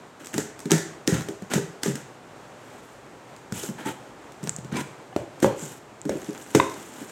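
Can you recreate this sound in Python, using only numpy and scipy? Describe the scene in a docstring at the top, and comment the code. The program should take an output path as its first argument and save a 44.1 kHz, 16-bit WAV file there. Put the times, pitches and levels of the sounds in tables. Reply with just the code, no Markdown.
"""Sharp snaps, dry rasps and hollow booms: a kitchen knife stabs and slits the tape of a cardboard box.
The taut tape breaks in runs of tiny fractures, the blade scrapes through fibres along the seam, and
each push sets the panels booming. The steel ticks and squeaks, and the box knocks on a tiled floor.
The last strip bursts with a thump and a short squeak, then crinkles as it peels.
A bare, hard room rings behind it all, over a faint rush of air."""
import sys
import numpy as np
from scipy import signal
from scipy.fft import rfft, irfft, next_fast_len
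from scipy.io import wavfile

SR = 44100
rng = np.random.default_rng(int(sys.argv[2]) if len(sys.argv) > 2 else 0)


def generate_wav(signal):
    """Clip the signal to [-1, 1] and save it as 16-bit WAV at the path in sys.argv[1]."""
    frames = np.transpose(np.atleast_2d(signal))
    scaled = np.clip(frames, -1, 1) * 32767
    pcm = np.round(scaled).astype(np.int16)
    wavfile.write(sys.argv[1], SR, pcm)


N = 313547
TIME = np.arange(N) / SR
AGE = TIME[:SR // 4]  # seconds since a strike
TIP_HZ, TIP_T60 = 7340, 0.0017  # ring of the steel tip

# Event levels are set ahead of the faders in scene().
# stabs through the tape: (break time [s], snap [dB], tearing time [ms], boom [dB], boom pitch [Hz],
#   lead of the cut before the break [s], cut length [s], tape hiss [dB], cardboard rasp [dB],
#   delay from cut start to the blade plunging home [s], plunge [dB])
STABS = [(0.38,-10,2.32,-16.5,425, 0.051,0.088,-39.5,-36, 0.029,-20),
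         (0.717,0,1.46,-9,330, 0.02,0.084,-45,-27, 0.025,-13.5),
         (1.076,-3,1.07,-10.5,398, 0.00092,0.15,-39,-31, 0.048,-11),
         (1.536,-8,5.6,-22,217.2, 0.036,0.099,-33.5,-27, 0.052,-13),
         (1.833,-8,2.4,-33,301.7, 0.0031,0.097,-37.5,-36.5, 0.049,-16)]
# the blade catching in the seam and jerking the box: (time [s], boom [dB], pitch [Hz], tape snap [dB])
CATCHES = [(0.341,-23.5,296,-16.5), (0.656,-19.5,263,-24.5), (1.286,-20.5,331,-21), (1.422,-26.5,197,-32),
           (1.577,-16,450,-35), (1.859,-16,301,-33), (1.955,-39,311.6,-17.5), (3.523,-17.5,190.9,-20.5),
           (3.635,-24.5,410,-23.5), (3.689,-20.5,170.8,-29), (3.859,-18.5,284,-22.5), (4.43,-23.5,187,-31),
           (4.473,-24.5,162,-17.5), (4.585,-25.5,173.6,-32), (4.646,-28.5,129.3,-36), (4.724,-18.5,160,-28),
           (4.747,-18,160,-34), (4.768,-23.5,337,-18.5), (5.62,-28,150,-40), (6.053,-19,268,-27.5),
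           (6.154,-21,316,-45), (6.286,-21,303,-44), (7.008,-28,282,-33)]
# the box knocking on the tiles:
#   (time [s], level [dB], pitch [Hz], t60 [s], boom [dB], tape snap [dB], tearing time [ms])
KNOCKS = [(5.163,-5,429,0.02,-29,-23,2.4), (5.428,-6,366,0.022,-11,-17.5,5.2),
          (5.4453,1.5,625,0.0095,-10,-24,3), (6.094,-8,410.4,0.022,-18,-20,3.82),
          (6.549,-8.5,443.5,0.026,-4,-8,7.6)]
# tape peeling as the flap is prised up: (start [s], length [s], level [dB], graininess [dB])
PEELS = [(6.069,0.75,-47.5,7), (6.622,1.0,-46,2.5)]
# papery tone of cardboard: (frequency [Hz], gain [dB])
CARDBOARD_EQ = [(80,-14.5),(250,11.5),(600,-2),(900,1),(1100,-7),(1450,2.5),(1950,-3),(2500,-6.5),(4000,-11),(9000,-41.5)]


def amp(db):
    """Decibels to gain."""
    return 10 ** (np.asarray(db) / 20)


def peak(x, db):
    """Scale to a peak level."""
    return x * amp(db) / np.abs(x).max()


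def level(x, db):
    """Scale to an rms level."""
    return x * amp(db) / np.std(x)


def add(track, s, x):
    """Mix x into the track at s seconds."""
    i = max(int(s * SR), 0)
    track[i:i + len(x)] += x[:max(N - i, 0)]


def colour(x, points):
    """Minimum-phase EQ through points of (frequency [Hz], gain [dB])."""
    size = next_fast_len(len(x) + 4096)
    hz, db = np.transpose(points)
    bins_hz = np.maximum(np.fft.rfftfreq(size, 1 / SR), 1)
    gain = amp(np.interp(np.log(bins_hz), np.log(hz), db))
    cepstrum = irfft(np.log(gain), size)
    cepstrum[1:size // 2] *= 2
    cepstrum[size // 2 + 1:] = 0
    return irfft(rfft(x, size) * np.exp(rfft(cepstrum)), size)[:len(x)]


def filtered(x, order, hz, kind):
    """Flat-passband filter of the given kind."""
    return signal.sosfilt(signal.butter(order, hz, kind, fs=SR, output="sos"), x)


def fade(t, t60):
    """Exponential decay, 60 dB down after t60."""
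    return np.exp(-np.log(1000) * t / t60)


def ring(hz, t60):
    """One struck mode."""
    return np.sin(2 * np.pi * hz * AGE) * fade(AGE, t60)


def walk(per_s, size):
    """Smooth random wandering with a spread near 1."""
    return np.interp(TIME[:size] * per_s, np.arange(4096), rng.standard_normal(4096))


def fibres(size, grain_db, per_s=3500):
    """Fibres breaking at random, mostly faint and a few strong."""
    breaks = rng.random(size) < per_s / SR
    strength = amp(grain_db * np.minimum(rng.exponential(size=size), 5))
    return breaks * strength * rng.choice([-1, 1], size)


def scatter(start, length, per_s, db, spread_db=6.5):
    """Small snaps sprinkled over a gesture: (time [s], level [dB])."""
    jitter, strength = rng.random((48, 2)).T
    times = start + (np.arange(len(jitter)) + jitter) / per_s
    end = min(start + length, TIME[-1])
    return [(s, db + spread_db * (2 * u - 1)) for s, u in zip(times, strength) if s < end]


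def room_air(db=-45.5, swell_db=-0.5, flutter_db=1.07):
    """A low bed of rushing room air, wavering slightly."""
    # tone of the air: (frequency [Hz], gain [dB])
    air_eq = [(25,-47),(50,-4.5),(80,-15),(120,-1),(165,-5.5),(400,-2.5),(800,-4.5),(1500,-10),(3000,-18.5),(5000,-24.5),(8000,-30.5),(16000,-30.5)]
    rush = level(colour(rng.standard_normal(N), air_eq), db)
    return rush * amp(swell_db * walk(1.9, N) + flutter_db * walk(15, N))


def echoes(gap_s=0.00044, build_s=0.0051):
    """Hard walls and tiles: echoes thicken quickly, then die away band by band."""
    # reverb of the room: (frequency [Hz], t60 [s], energy [dB])
    reverb_bands = [(100.4,0.36,-1.5),(226,0.38,-14),(392,0.68,-9),(490,0.34,-1.5),(806,0.45,-4.5),(1910,0.51,-5.5),(3760,0.53,-4.5),(6800,0.43,-3),(14000,0.31,-5.5)]
    hz, t60, db = np.transpose(reverb_bands)
    t = TIME[:SR]
    noise = rfft(rng.standard_normal(SR))
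    log_hz = np.log(np.maximum(np.arange(len(noise)), 1))
    build = 1 - np.exp(-np.maximum(t - gap_s, 0) / build_s)
    response = 0
    for k, solo in enumerate(np.eye(len(hz))):
        band = irfft(noise * np.interp(log_hz, np.log(hz), solo), SR)
        envelope = build * fade(t, t60[k])
        response += amp(db[k]) * band * envelope / np.linalg.norm(envelope)
    return response


def room_reverb(send, crossfades=20):
    """Knife, box and microphone keep moving, so each pattern of echoes crossfades into a new one."""
    out, hop = np.zeros(N), N // crossfades + 1
    for centre in range(0, N + hop, hop):
        first = max(centre - hop, 0)
        piece = send[first:centre + hop]
        window = 1 - np.abs(first + np.arange(len(piece)) - centre) / hop
        add(out, first / SR, signal.fftconvolve(piece * np.sqrt(window), echoes()))
    return out


def flute_ring(hz=1800, half_width=0.099, t60=0.47, under_snap_db=-30):
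    """Each stab sets the hollow flutes of the board ringing in a narrow, lingering band."""
    out = np.zeros(N)
    edges_hz = hz * np.exp([-half_width, half_width])
    for s, snap_db, *_ in STABS:
        hollow = filtered(rng.standard_normal(len(AGE)), 2, edges_hz, "band")
        add(out, s, level(hollow, snap_db + under_snap_db) * fade(AGE, t60))
    return out


def tip_drags(grain_db=4.5):
    """Fibres flick the steel tip, which hisses in a narrow band round its own ring."""
    # the bare tip dragged through tape: (start [s], length [s], level [dB])
    drags = [(0.387,0.049,-46), (5.572,0.12,-46)]
    out = np.zeros(N)
    for s, length, db in drags:
        size = int(length * SR)
        flicks = fibres(size, grain_db) * np.sqrt(np.sin(np.pi * np.arange(size) / size))
        hiss = signal.fftconvolve(flicks, ring(TIP_HZ, TIP_T60))[:size]
        add(out, s, level(hiss, db))
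    return out


def tip_ticks(noise_share=0.31):
    """The steel tip slips free and rings high for an instant, with a splinter of noise."""
    # slips of the tip: (time [s], level [dB])
    slips = [(4.440,-31), (4.4942,-16), (4.564,-25), (6.0157,-30)]
    out = np.zeros(N)
    for s, db in slips:
        splinter = noise_share * rng.standard_normal(len(AGE)) * fade(AGE, TIP_T60)
        add(out, s, peak(ring(TIP_HZ, TIP_T60) + splinter, db))
    return out


def blade_squeaks(waver=0.045, waver_per_s=300):
    """Stick and slip drive the blade's modes, each wavering in pitch as the grip changes."""
    # squeaks in the seam: (time [s], level [dB], length [s], pitch [Hz])
    squeaks = [(3.785,-32.5,0.021,897), (3.853,-26,0.068,882), (4.729,-39,0.18,1050),
               (4.752,-29,0.048,2326), (4.765,-26,0.064,993), (5.126,-32.5,0.014,785),
               (6.599,-2.5,0.0069,1006)]
    # modes of the blade: (pitch [ratio], level [dB])
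    blade_modes = [(0.999,4.5),(1.47,-7),(2.15,-5.5),(2.65,-11.5),(3.749,-11)]
    out = np.zeros(N)
    for s, db, length, hz in squeaks:
        grip = np.sin(np.pi * np.minimum(AGE / length, 1) ** 0.41)  # quick bite, slower release
        steel = 0
        for ratio, mode_db in blade_modes:
            pitch = hz * ratio * (1 + waver * walk(waver_per_s, len(AGE)))
            steel += amp(mode_db) * np.sin(2 * np.pi * np.cumsum(pitch) / SR)
        add(out, s, peak(grip * steel, db))
    return out


def floor_knocks(low_cut_hz=210):
    """Pressed against the tiles the box is heavily damped: a dry clack of a few swings."""
    # modes of the clack: (pitch [ratio], level [dB])
    clack_modes = [(.45,-32),(.78,3.5),(1.35,-1),(1.95,-31)]
    out = np.zeros(N)
    for s, db, hz, t60, *_ in KNOCKS:
        clack = sum(amp(mode_db) * ring(hz * ratio, t60) for ratio, mode_db in clack_modes)
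        add(out, s, peak(clack, db))
    return filtered(out, 1, low_cut_hz, "high")


def box_pushes(damped=0.76, lid_hz=171.8, free_knock_t60=0.035, rebound_s=0.024, rebound_db=-6.5):
    """Every shove that booms the box: (time [s], level [dB], pitch [Hz], ring length [ratio])."""
    light = [(s, db, hz, damped) for s, db, hz, _ in CATCHES]  # the blade shortens the ring
    # a knock booms just below its own pitch; the drier the knock, the shorter the boom
    heavy = [(s, boom_db, hz * 0.9, np.sqrt(t60 / free_knock_t60))
             for s, _, hz, t60, boom_db, *_ in KNOCKS]
    for s, _, _, boom_db, hz, lead, *_, plunge_s, plunge_db in STABS:
        light.append((s, boom_db, hz, damped))
        heavy.append((s - lead + plunge_s, plunge_db, lid_hz, 1))  # the plunge loads the whole lid
    # after a heavy push the lid springs back and booms again, a little lower
    rebounds = [(s + rebound_s, db + rebound_db, hz * 0.89, sustain * damped)
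                for s, db, hz, sustain in heavy]
    return light + heavy + rebounds


def box_booms(spread_octaves=0.46, base_share=0.39, detune=0.0229, patch_db=3, patch_t60=0.14,
              attack_s=0.00078):
    """A push rings the patch of board under the blade, and the panel modes near its pitch most of all."""
    # modes of the panels and enclosed air: (frequency [Hz], level [dB], t60 [s])
    box_modes = [(87,-19,.1),(140.6,-1.5,0.16),(161.4,2,0.1),(193.6,2,0.1),(217.8,-2.5,0.21),(293.4,-2.5,0.15),(324.8,0,0.13),(392.3,0,0.18),(416.8,-1,0.15),(530.5,-10,0.2),(619,-3,0.029),(820,-26,0.085)]
    out = np.zeros(N)
    attack = 1 - np.exp(-AGE / attack_s)
    for s, db, patch_hz, sustain in box_pushes():
        boom = amp(patch_db) * ring(patch_hz, patch_t60 * sustain)
        for hz, mode_db, t60 in box_modes:
            share = base_share + np.exp(-.5 * (np.log2(hz / patch_hz) / spread_octaves) ** 2)
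            polarity = rng.choice([-1, 1])  # the panel swings towards the microphone or away
            pitch = hz * (1 + detune * rng.standard_normal())
            boom += polarity * share * amp(mode_db) * ring(pitch, t60 * sustain)
        add(out, s, peak(boom * attack, db))
    return filtered(out, 2, 90, "high")  # small panels radiate little deep bass


def cuts(stab_grain_db=2.5, slit_grain_db=3, slit_tilt=2.1, skim_tilt=0.1, peel_tilt=2.2):
    """Every scrape: (start [s], length [s], hiss [dB], rasp [dB], graininess [dB], tilt [dB/octave])."""
    # slits along the seam: (start [s], length [s], tape hiss [dB], cardboard rasp [dB])
    slits = [(0.196,0.081,-50,-44.5), (2.6,0.43,-57,-53), (3.538,0.17,-34.5,-39.5), (3.779,0.076,-48,-37),
             (3.847,0.082,-37.5,-30.5), (4.427,0.052,-45,-46), (4.714,0.096,-50,-33),
             (4.756,0.068,-37.5,-30), (5.422,0.051,-31,-29.5), (5.559,0.23,-42.5,-44.5),
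             (6.46,0.12,-51,-48)]
    rows = [(s - lead, length, hiss_db, rasp_db, stab_grain_db, 0)
            for s, *_, lead, length, hiss_db, rasp_db, _, _ in STABS]
    for s, length, hiss_db, rasp_db in slits:
        tilt = slit_tilt + skim_tilt * (hiss_db - rasp_db)  # a shallow cut is brighter
        rows.append((s, length, hiss_db, rasp_db, slit_grain_db, tilt))
    return rows + [(s, length, db, db + 1, grain_db, peel_tilt) for s, length, db, grain_db in PEELS]


def seam_rasp(catch_per_s=130, catch_db=2.5, crinkle_per_s=150, crinkle_db=2.0, skew=0.72):
    """Cuts and peels part thousands of fibres a second, catching and slipping: tape hiss over board."""
    # tone of the tape's hiss: (frequency [Hz], gain [dB])
    hiss_eq = [(500,-20),(1500,-3),(3000,8),(4500,-1.5),(6500,2),(9000,-1),(13000,3),(16000,1.5)]
    # bands in which large and small facets of tape crinkle on their own: (band edge [Hz])
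    facet_edges = [400, 2500, 4200, 6300, 9000, 12000, 17000]
    out = np.zeros(N)
    for s, length, hiss_db, rasp_db, grain_db, tilt in cuts():
        size = int(length * SR)
        stroke = np.sqrt(np.sin(np.pi * (np.arange(size) / size) ** skew))
        pressure = stroke * amp(catch_db * walk(catch_per_s, size))
        facets = 0
        for band in zip(facet_edges, facet_edges[1:]):
            crinkle = fibres(size, grain_db) * amp(crinkle_db * walk(crinkle_per_s, size))
            facets += filtered(crinkle, 2, band, "band")
        film = colour(pressure * facets, [(hz, db + tilt * np.log2(hz)) for hz, db in hiss_eq])
        board = colour(pressure * fibres(size, grain_db), CARDBOARD_EQ)
        add(out, s, level(film, hiss_db) + level(board, rasp_db))
    return out


def tape_breaks(knock_board_db=4, stab_board_db=-5.5, papery_board_db=-1.5, thin_board_db=-7.5,
                papery_tear_ms=3, thin_tear_ms=1.86):
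    """Every break in the tape: (time [s], level [dB], board against film [dB], tearing time [ms])."""
    # taut tape pricked by the tip: (time [s], level [dB])
    pricks = [(0.246,-25.5), (0.259,-25.5), (0.270,-20.5), (0.592,-23.5), (0.603,-23.5), (0.708,-6.5),
              (3.364,-29.5), (4.321,-31), (5.402,-25.5), (5.732,-36), (6.218,-27.5)]
    rows = [(s, db, knock_board_db, tear_ms) for s, *_, db, tear_ms in KNOCKS]
    papery = [(s, db) for s, *_, db in CATCHES]
    thin = list(pricks)
    for s, db, tear_ms, _, _, lead, length, *_ in STABS:
        rows.append((s, db, stab_board_db, tear_ms))
        papery += scatter(s, length - lead, per_s=30, db=-22)  # strands giving way after the break
    for start, length, _, grain_db in PEELS:
        thin += scatter(start, length, per_s=15, db=-36.5 + grain_db)  # lone crinkles
    rows += [(s, db, papery_board_db, papery_tear_ms) for s, db in papery]
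    return rows + [(s, db, thin_board_db, thin_tear_ms) for s, db in thin]


def tape_snaps(strain_db=-26, strain_stretch=3.6, lead_s=0.015):
    """Quick runs of tiny fractures, bright in the film and papery in the board: (direct, reverb send)."""
    # tone of the snapping film: (frequency [Hz], gain [dB])
    film_eq = [(500,-26),(1500,-23),(2600,-3.5),(3500,6.5),(4400,4.5),(6000,7),(9000,1.5),(13000,3.5),(16000,4)]
    direct, send = np.zeros(N), np.zeros(N)
    breaks = tape_breaks()
    ms = (TIME[:SR // 20] - lead_s) * 1000
    for eq, is_board in ((film_eq, False), (CARDBOARD_EQ, True)):
        click = colour(signal.unit_impulse(len(ms)), eq)
        for s, db, board_db, tear_ms in breaks:
            # a few fibres give way under the rising strain just before the break
            strain = amp(strain_db) * np.exp(-np.abs(ms) / (strain_stretch * tear_ms))
            envelope = np.where(ms < 0, strain, np.exp(-np.abs(ms) / tear_ms))
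            fractures = rng.standard_normal(len(ms)) * envelope
            burst = peak(colour(fractures, eq), db + is_board * board_db)
            add(direct, s - lead_s, burst)
            # averaged over all directions, the snap is one smooth click of the same energy
            add(send, s, click * np.std(burst) / np.std(click))
    return direct, send


def scene():
    """Knife, tape and box up close, each with its own send to the room, over the bed of air."""
    snap, snap_send = tape_snaps()
    tick = tip_ticks() * amp(7.5)
    knock = floor_knocks()
    squeak = blade_squeaks()
    scrape = seam_rasp() * amp(-3) + tip_drags() + flute_ring()
    boom = box_booms() * amp(-0.5)
    close = amp(-2) * snap + tick + boom + knock + scrape + squeak
    send = (amp(-0.5) * snap_send + amp(-11) * tick + amp(0.5) * boom + knock
            + amp(-4) * scrape + amp(-3) * squeak)
    return (close + room_reverb(send) + room_air())[None]


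def record(dry, low_cut_hz=64.4, top_hz=16300):
    """A phone microphone drops the deep bass, lifts 7 kHz, sags above 9 kHz and cuts the top."""
    # tone of the microphone: (frequency [Hz], gain [dB])
    mic_eq = [(100,0.5),(5000,-2.5),(7300,4.5),(8600,3),(9500,-5.5),(11500,-5.5),(16000,-16.5)]
    heard = filtered(colour(dry[0], mic_eq), 3, low_cut_hz, "high")
    top_cut = signal.ellip(10, .2, 80, top_hz, fs=SR, output="sos")
    return signal.sosfilt(top_cut, heard)[None]


dry = scene()
out = record(dry)
generate_wav(out)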